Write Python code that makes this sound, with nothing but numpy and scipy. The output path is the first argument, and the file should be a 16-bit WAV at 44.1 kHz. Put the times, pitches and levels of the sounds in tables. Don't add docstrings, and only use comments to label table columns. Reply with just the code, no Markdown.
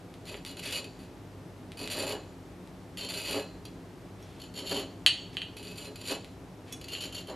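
import sys
import numpy as np
from scipy import signal
from scipy.fft import rfft, irfft
from scipy.io import wavfile

SR = 44100
rng = np.random.default_rng(int(sys.argv[2]) if len(sys.argv) > 2 else 0)


def output_pcm(signal):
    pcm = np.clip(np.atleast_2d(signal).T, -1, 1) * 32767
    wavfile.write(sys.argv[1], SR, np.round(pcm).astype(np.int16))


N = 324511
TIME = np.arange(N) / SR
EDGE_HZ = 14500

# start_s, length_s, level_db (relative, of the scoring), rise_s, grip (0 loose - 1 firm)
PUSHES = [ (0.254, 0.038, -41, 0.034, 0.058), (0.324, 0.05, -53, 0.01, 0.05),
          (0.461, 0.047, -45.5, 0.0036, 0.067), (0.569, 0.022, -45, 0.0075, 0.043),
          (0.625, 0.054, -38, 0.036, 0.03), (0.708, 0.067, -36.5, 0.016, 0.037),
          (0.99, 0.038, -53.5, 0.018, 0.03), (1.772, 0.089, -43, 0.017, 0.019),
          (1.9, 0.14, -37, 0.015, 0.024), (2.067, 0.051, -36, 0.015, 0.018),
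          (2.972, 0.082, -41, 0.011, 0.56), (3.088, 0.22, -39.5, 0.01, 0.04),
          (3.27, 0.071, -35, 0.022, 0.05), (3.345, 0.051, -42, 0.013, 0.064),
          (4.4, 0.068, -58, 0.0068, 0.87), (4.539, 0.063, -40.5, 0.033, 0.98),
          (4.642, 0.16, -36, 0.055, 0.87), (5.567, 0.018, -43.5, 0.012, 0.13),
          (5.628, 0.093, -48, 0.0066, 0.097), (5.757, 0.11, -46, 0.018, 0.07),
          (5.957, 0.07, -55, 0.005, 0.1), (6.029, 0.093, -35.5, 0.063, 0.3),
          (6.883, 0.1, -46.5, 0.0029, 0.76), (7.007, 0.047, -40, 0.0089, 0.79),
          (7.125, 0.023, -47, 0.0053, 0.95), (7.147, 0.041, -41.5, 0.005, 0.95),
          (7.271, 0.026, -45.5, 0.016, 1), ]
# (relative, per Hz)
CHIP_SPECTRUM = [(100, -36), (500, 3), (1100, -5), (2000, -0.5), (2750, 0.5), (3600, 4.5), (4500, -1.5),
                 (5200, -5.5), (6400, -6.5), (8200, -9.5), (9000, -9), (10200, -10.5), (11400, -8),
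                 (12800, -16), (15000, -17)]


def amp(db):
    return 10 ** (np.asarray(db) / 20)


def unit(x):
    return x / np.sqrt(np.mean(x ** 2) + 1e-20)


def read(points, hz):
    point_hz, value = np.transpose(points)
    return np.interp(np.log(hz + 1), np.log(point_hz + 1), value)


def add(mix, start_s, sound):
    part = mix[round(start_s * SR):][:len(sound)]
    part += sound[:len(part)]


def wander(hz):
    f = np.fft.rfftfreq(N, 1 / SR)
    spectrum = rfft(rng.standard_normal(N)) * np.exp(-(f / hz) ** 2)
    return unit(irfft(spectrum, N))


def response(spectrum, modes=(), treble_db=0, ring_db=0, size=32768):
    f = np.fft.rfftfreq(size, 1 / SR)
    peaks = 1 + sum(amp(db + ring_db) ** 2 / (1 + (2 * (f - hz) / width) ** 2) for hz, width, db in modes)
    shelf_db = treble_db * np.clip((f - 3200) / 1600, 0, 1)
    magnitude = amp(read(spectrum, f) + shelf_db) * np.sqrt(peaks)
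    cepstrum = irfft(np.log(magnitude))
    cepstrum[1:size // 2] *= 2
    cepstrum[size // 2 + 1:] = 0
    h = irfft(np.exp(rfft(cepstrum)))[:size // 2]
    return h / np.linalg.norm(h)


def through(x, h):
    return signal.oaconvolve(x, h)[:N]


def crackle(per_s, spread_db):
    size = amp(spread_db * np.minimum(rng.exponential(1, N), 4))
    sign = rng.choice([-1, 1], N)
    happens = rng.random(N) < per_s / SR
    return unit(size * sign * happens)


def strikes(rows, spectrum, modes=()):
    out = np.zeros(N)
    for start_s, peak_db, *colour in rows:
        h = response(spectrum, modes, *colour)
        add(out, start_s, amp(peak_db) * h / abs(h).max())
    return out


def stroke(start_s, length_s, level_db, rise_s, release_s):
    t = TIME - start_s
    build = np.clip(t / rise_s, 0, 1)
    return amp(level_db) * build * np.exp(-np.maximum(t - length_s, 0) / release_s)


def strokes(rows, rise_s, release_s):
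    return np.max([stroke(*row, rise_s, release_s) for row in rows], axis=0)


def background(air_db=-47.72, edge_hz=13700):
    # (relative, per Hz)
    air_spectrum = [(15, -63), (25, -36), (48, 0), (70, -5.5), (101, -0.5), (150, -3.5), (185, 1),
                    (222, -14), (267, -3), (397, -5.5), (573, -13), (620, -11), (1170, -19.5),
                    (1330, -21.5), (13500, -40.5)]
    # frequency_hz, side_minus_mid_db
    air_width = [(60, -17), (110, -17), (200, -15), (380, -16.5), (700, -12), (1290, -8), (2380, -8),
                 (4400, -7), (8120, -13), (15000, -22)]
    # pitch_hz, level_db (rms), width_hz (from the drifting phase)
    hum_tones = [(99.1, -56.5, 0.36), (181.4, -59.5, 4.24), (259.4, -56.5, 12.8), (616, -72.5, 8.2)]
    f = np.fft.rfftfreq(N, 1 / SR)
    colour = amp(read(air_spectrum, f)) * (f < edge_hz)
    mid = irfft(rfft(rng.standard_normal(N)) * colour, N)
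    side = irfft(rfft(rng.standard_normal(N)) * colour * amp(read(air_width, f)), N)
    air = amp(air_db) * unit(np.array([mid + side, mid - side]))
    hum = 0
    for hz, level_db, width_hz in hum_tones:
        drift = np.cumsum(rng.standard_normal(N)) * np.sqrt(2 * np.pi * width_hz / SR)
        waver = amp(2.1 * wander(hz=3.9))
        hum = hum + amp(level_db) * unit(np.sin(2 * np.pi * hz * TIME + drift) * waver)
    return (air + hum) * amp([[.3], [-.3]])


def grit():
    # start_s, peak_db (dry), treble_db
    ticks = [(0.1408, -34.5, -5), (0.3436, -26.5, -20), (0.4502, -22.5, -1), (1.7195, -29.5, -7),
             (1.8757, -19.5, -5), (2.6748, -39, 0), (6.2462, -30.5, -7)]
    # (relative, per Hz)
    grit_spectrum = [(200, -18), (1000, -12), (2200, 1.5), (4000, 4), (6000, -5.5), (11000, -4.5),
                     (15000, -26)]
    return strikes(ticks, grit_spectrum)


def pushing(lag_s=0, release_s=0.018):
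    return np.array([stroke(start_s + lag_s, length_s, level_db, rise_s, release_s)
                     for start_s, length_s, level_db, rise_s, _ in PUSHES])


def judder(slips_per_s=80, uneven=.7, fade_s=0.0029, size_db=4, rolling=0.19):
    rate = slips_per_s * np.exp(uneven * wander(hz=61.45))
    count = np.floor(np.cumsum(rate) / SR)
    size = amp(size_db * (2 * rng.random(N) - 3))
    slips = np.diff(count, prepend=0) * size
    fading = signal.lfilter([1], [1, -np.exp(-1 / (fade_s * SR))], slips)
    return unit(rolling + fading)


def bottle(fractures, regrip_s=0.0081):
    # frequency_hz, width_hz, prominence_db (above the broad spectrum)
    loose_modes = [(1980, 35, 6), (2586, 18, 1), (2573, 64, 18), (2903, 28, 18), (3330, 93, 3.5),
                   (4134, 10, 22), (4020, 30, 12.5), (4530, 57, 19), (4690, 50, 18), (5830, 59, 9.5),
                   (7040, 55, 18), (7160, 24, 24), (9330, 110, 18), (10840, 190, 11), (11180, 230, 14),
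                   (11980, 82, 17), (14100, 110, 17)]
    firm_modes = [(2815, 20, 20.5), (3048, 70, 15.5), (3127, 51, 13), (4050, 35, 17), (4420, 53, 21.5),
                  (4480, 34, 17.5), (5330, 55, 9.5), (5500, 99, 3), (6810, 100, 16), (7100, 27, 25.5),
                  (8900, 200, 6.5), (11050, 260, 15.5), (12570, 90, 18), (14000, 200, 11)]
    start, _, _, _, grip = np.transpose(PUSHES)
    latest = np.maximum(np.searchsorted(start, TIME + regrip_s) - 1, 0)
    held = rng.random(N) < grip[latest]
    loose = through(fractures * ~held, response(CHIP_SPECTRUM, loose_modes))
    firm = through(fractures * held, response(CHIP_SPECTRUM, firm_modes))
    return loose + firm


def scoring(level_db=-1.0):
    force = pushing().max(0) * judder()
    return amp(level_db) * bottle(force * crackle(per_s=8000, spread_db=2.5))


def bites(level_db=-3.0, jerk_db=-6.0, opening_db=10.5, softer_db_per_s=420):
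    # start_s, level_db (relative)
    jerks = [(0.594, -28.5), (0.843, -32.5), (2.122, -30.5), (3.6525, -33), (4.3989, -41), (4.417, -35),
             (4.4371, -34.5), (5.9573, -34.5), (6.0137, -33), (6.8126, -33), (6.8414, -32), (6.9328, -26),
             (7.0434, -31)]
    force = np.zeros(N)
    t = np.arange(SR // 10) / SR
    burst = np.exp(-(t / .006) ** 2)
    for start_s, _, push_db, rise_s, _ in PUSHES:
        bite_db = push_db + opening_db - softer_db_per_s * rise_s
        add(force, start_s, amp(bite_db) * burst)
    for start_s, bite_db in jerks:
        add(force, start_s, amp(bite_db + jerk_db) * burst)
    return amp(level_db) * bottle(force * crackle(per_s=12000, spread_db=1.5))


def grinding(judder_db=1.0, drag_db=-10.5, drag_lag_s=0.016):
    # start_s, length_s, level_db (relative)
    slides = [(0.28, 0.07, -47.5), (0.755, 0.029, -44.5), (1.79, 0.038, -42.5), (1.935, 0.22, -39),
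              (3.02, 0.048, -46.5), (3.28, 0.081, -37.5), (3.33, 0.051, -34.5), (4.59, 0.058, -47),
              (4.695, 0.1, -37.5), (5.86, 0.022, -47.5), (6.09, 0.042, -37.5), (7.275, 0.041, -39)]
    # (relative, per Hz)
    bench_spectrum = [(60, -19), (170, -13.5), (260, -2.5), (330, -1), (430, 2), (560, -4.5), (680, -7),
                      (850, -5.5), (1200, -13), (2000, -16.5), (2600, -26), (4000, -35), (10000, -57)]
    # frequency_hz, width_hz, prominence_db (above the broad spectrum)
    board_modes = [(267, 26, 9.5), (424, 6.6, 10), (565, 43, 4), (632, 26, 10)]
    sliding = strokes(slides, rise_s=0.02, release_s=0.041)
    dragging = amp(drag_db) * pushing(drag_lag_s).max(0)
    slips = crackle(per_s=1600, spread_db=3.0) * unit(amp(judder_db * wander(hz=45)))
    return through(np.maximum(sliding, dragging) * slips, response(bench_spectrum, board_modes))


def rubbing(level_db=-2):
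    # start_s, length_s, level_db (relative)
    rubs = [(0.62, 0.11, -43.5), (4.18, 0.23, -61.5), (5.32, 0.025, -51), (6.07, 0.039, -41.5),
            (6.66, 0.079, -55)]
    # (relative, per Hz)
    skin_spectrum = [(300, -11), (1100, -14), (1900, 2), (3500, 1), (5200, -7), (11000, -14), (15000, -30)]
    pressure = strokes(rubs, rise_s=0.021, release_s=0.013)
    return amp(level_db) * through(pressure * crackle(per_s=2300, spread_db=2.0), response(skin_spectrum))


def squeaking(rise_s=0.02, release_s=0.0062):
    # start_s, length_s, level_db (relative)
    skid = (3.0, 0.068, -46)
    # pitch_hz, width_hz, prominence_db (above the broad spectrum)
    tones = [(3125, 40, 37), (4390, 35, 40)]
    pressure = stroke(*skid, rise_s, release_s)
    return through(pressure * crackle(per_s=2000, spread_db=3.0), response(CHIP_SPECTRUM, tones))


def ring_touches():
    # start_s, peak_db (dry)
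    touches = [(3.6522, -38.5), (4.2268, -38.5), (6.7252, -23.5), (6.7272, -21.5), (6.7298, -40)]
    # (relative, per Hz)
    tap_spectrum = [(200, -32), (1200, -17), (3000, 2), (4600, -4.5), (6500, -1), (12000, -5), (15000, -8)]
    # frequency_hz, width_hz, prominence_db (above the broad spectrum)
    glass_modes = [(2560, 33, 12), (3400, 18, 23.5), (5660, 33, 25), (6150, 24, 9), (6568, 10, 26.5),
                   (8000, 22, 11), (9394, 29, 21), (11520, 40, 13), (14020, 36, 12)]
    return strikes(touches, tap_spectrum, glass_modes)


def cutter_knocks():
    # start_s, peak_db (dry), treble_db, extra_ring_db
    knocks = [(5.0634, 0, -0.5, -7), (5.3694, -17, -8.5, -7.5), (5.4184, -20, -10.5, -5),
              (6.9511, -23.5, -9.5, -3)]
    # (relative, per Hz)
    blow_spectrum = [(100, -46), (350, -29), (700, -23), (1300, -20.5), (2000, -8.5), (2300, -14.5),
                     (3100, 3), (3700, -9.5), (4500, -12.5), (4800, -19), (6000, -25), (7000, -19.5),
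                     (8200, -29), (11000, -23.5), (13000, -30), (15000, -36)]
    # frequency_hz, width_hz, prominence_db (above the spectrum, before the extra ring)
    knock_modes = [(2485, 43, 18), (2680, 11, 16), (2870, 22, -9.5), (2820, 15, 13), (2910, 24, 14.5),
                   (3120, 10, 9.5), (3170, 11, 11.5), (3310, 5, 10), (3980, 16, 21.5), (4280, 20, 20),
                   (4450, 25, 16.5), (4440, 63, 26), (4490, 35.5, 23), (6500, 14, 3.5), (6729, 29, 23),
                   (7740, 18, 25), (8660, 12, 27), (9450, 38, 27), (10830, 48, 20.5), (14050, 90, 11)]
    return strikes(knocks, blow_spectrum, knock_modes)


def room(x, wet_db, side_db=-13, treble_loss_db=2, build_s=0.0013, early=2.96, early_s=0.026):
    # frequency_hz, t60_s (before the early boost)
    decay = [(200, 0.57), (1000, 0.33), (3000, 0.49), (7000, 0.57), (14000, 0.073)]
    count = SR * 3 // 4 // 10
    taps = np.zeros((2, count * 10))
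    at = np.arange(count) * 10 + rng.integers(0, 10, (2, count))
    np.put_along_axis(taps, at, np.sign(rng.standard_normal(at.shape)), 1)
    hz, t, z = signal.stft(taps, SR, nperseg=256)
    walls = amp(-treble_loss_db * hz / EDGE_HZ)[:, None]
    fading = np.exp(-np.log(1000) * t / read(decay, hz)[:, None])
    tail = signal.istft(z * walls * fading, SR, nperseg=256)[1]
    t = np.arange(tail.shape[1]) / SR
    tail = tail * (1 + early * np.exp(-t / early_s)) * (1 - np.exp(-t / build_s))
    mid, side = (amp(wet_db) * through(x, h / np.linalg.norm(h)) for h in tail)
    return x + mid + amp(side_db) * np.array([side, -side])


def scene():
    cutting = room(scoring() + bites() + squeaking(), wet_db=-4.5, side_db=-17, treble_loss_db=3)
    sliding = room(grinding() + rubbing(), wet_db=-6.0, side_db=-24.5)
    knocks = room(cutter_knocks() + ring_touches(), wet_db=-3.0, side_db=-18.5)
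    knocks = knocks * amp([[-.3], [.3]])
    ticks = room(grit(), wet_db=-4.5)
    return cutting + sliding + knocks + ticks + background()


def record(dry):
    low_pass = signal.firwin(511, EDGE_HZ, window=("kaiser", 9), fs=SR)
    return signal.oaconvolve(np.clip(dry, -.93, .93), low_pass[None], "same")


dry = scene()
out = record(dry)
output_pcm(out)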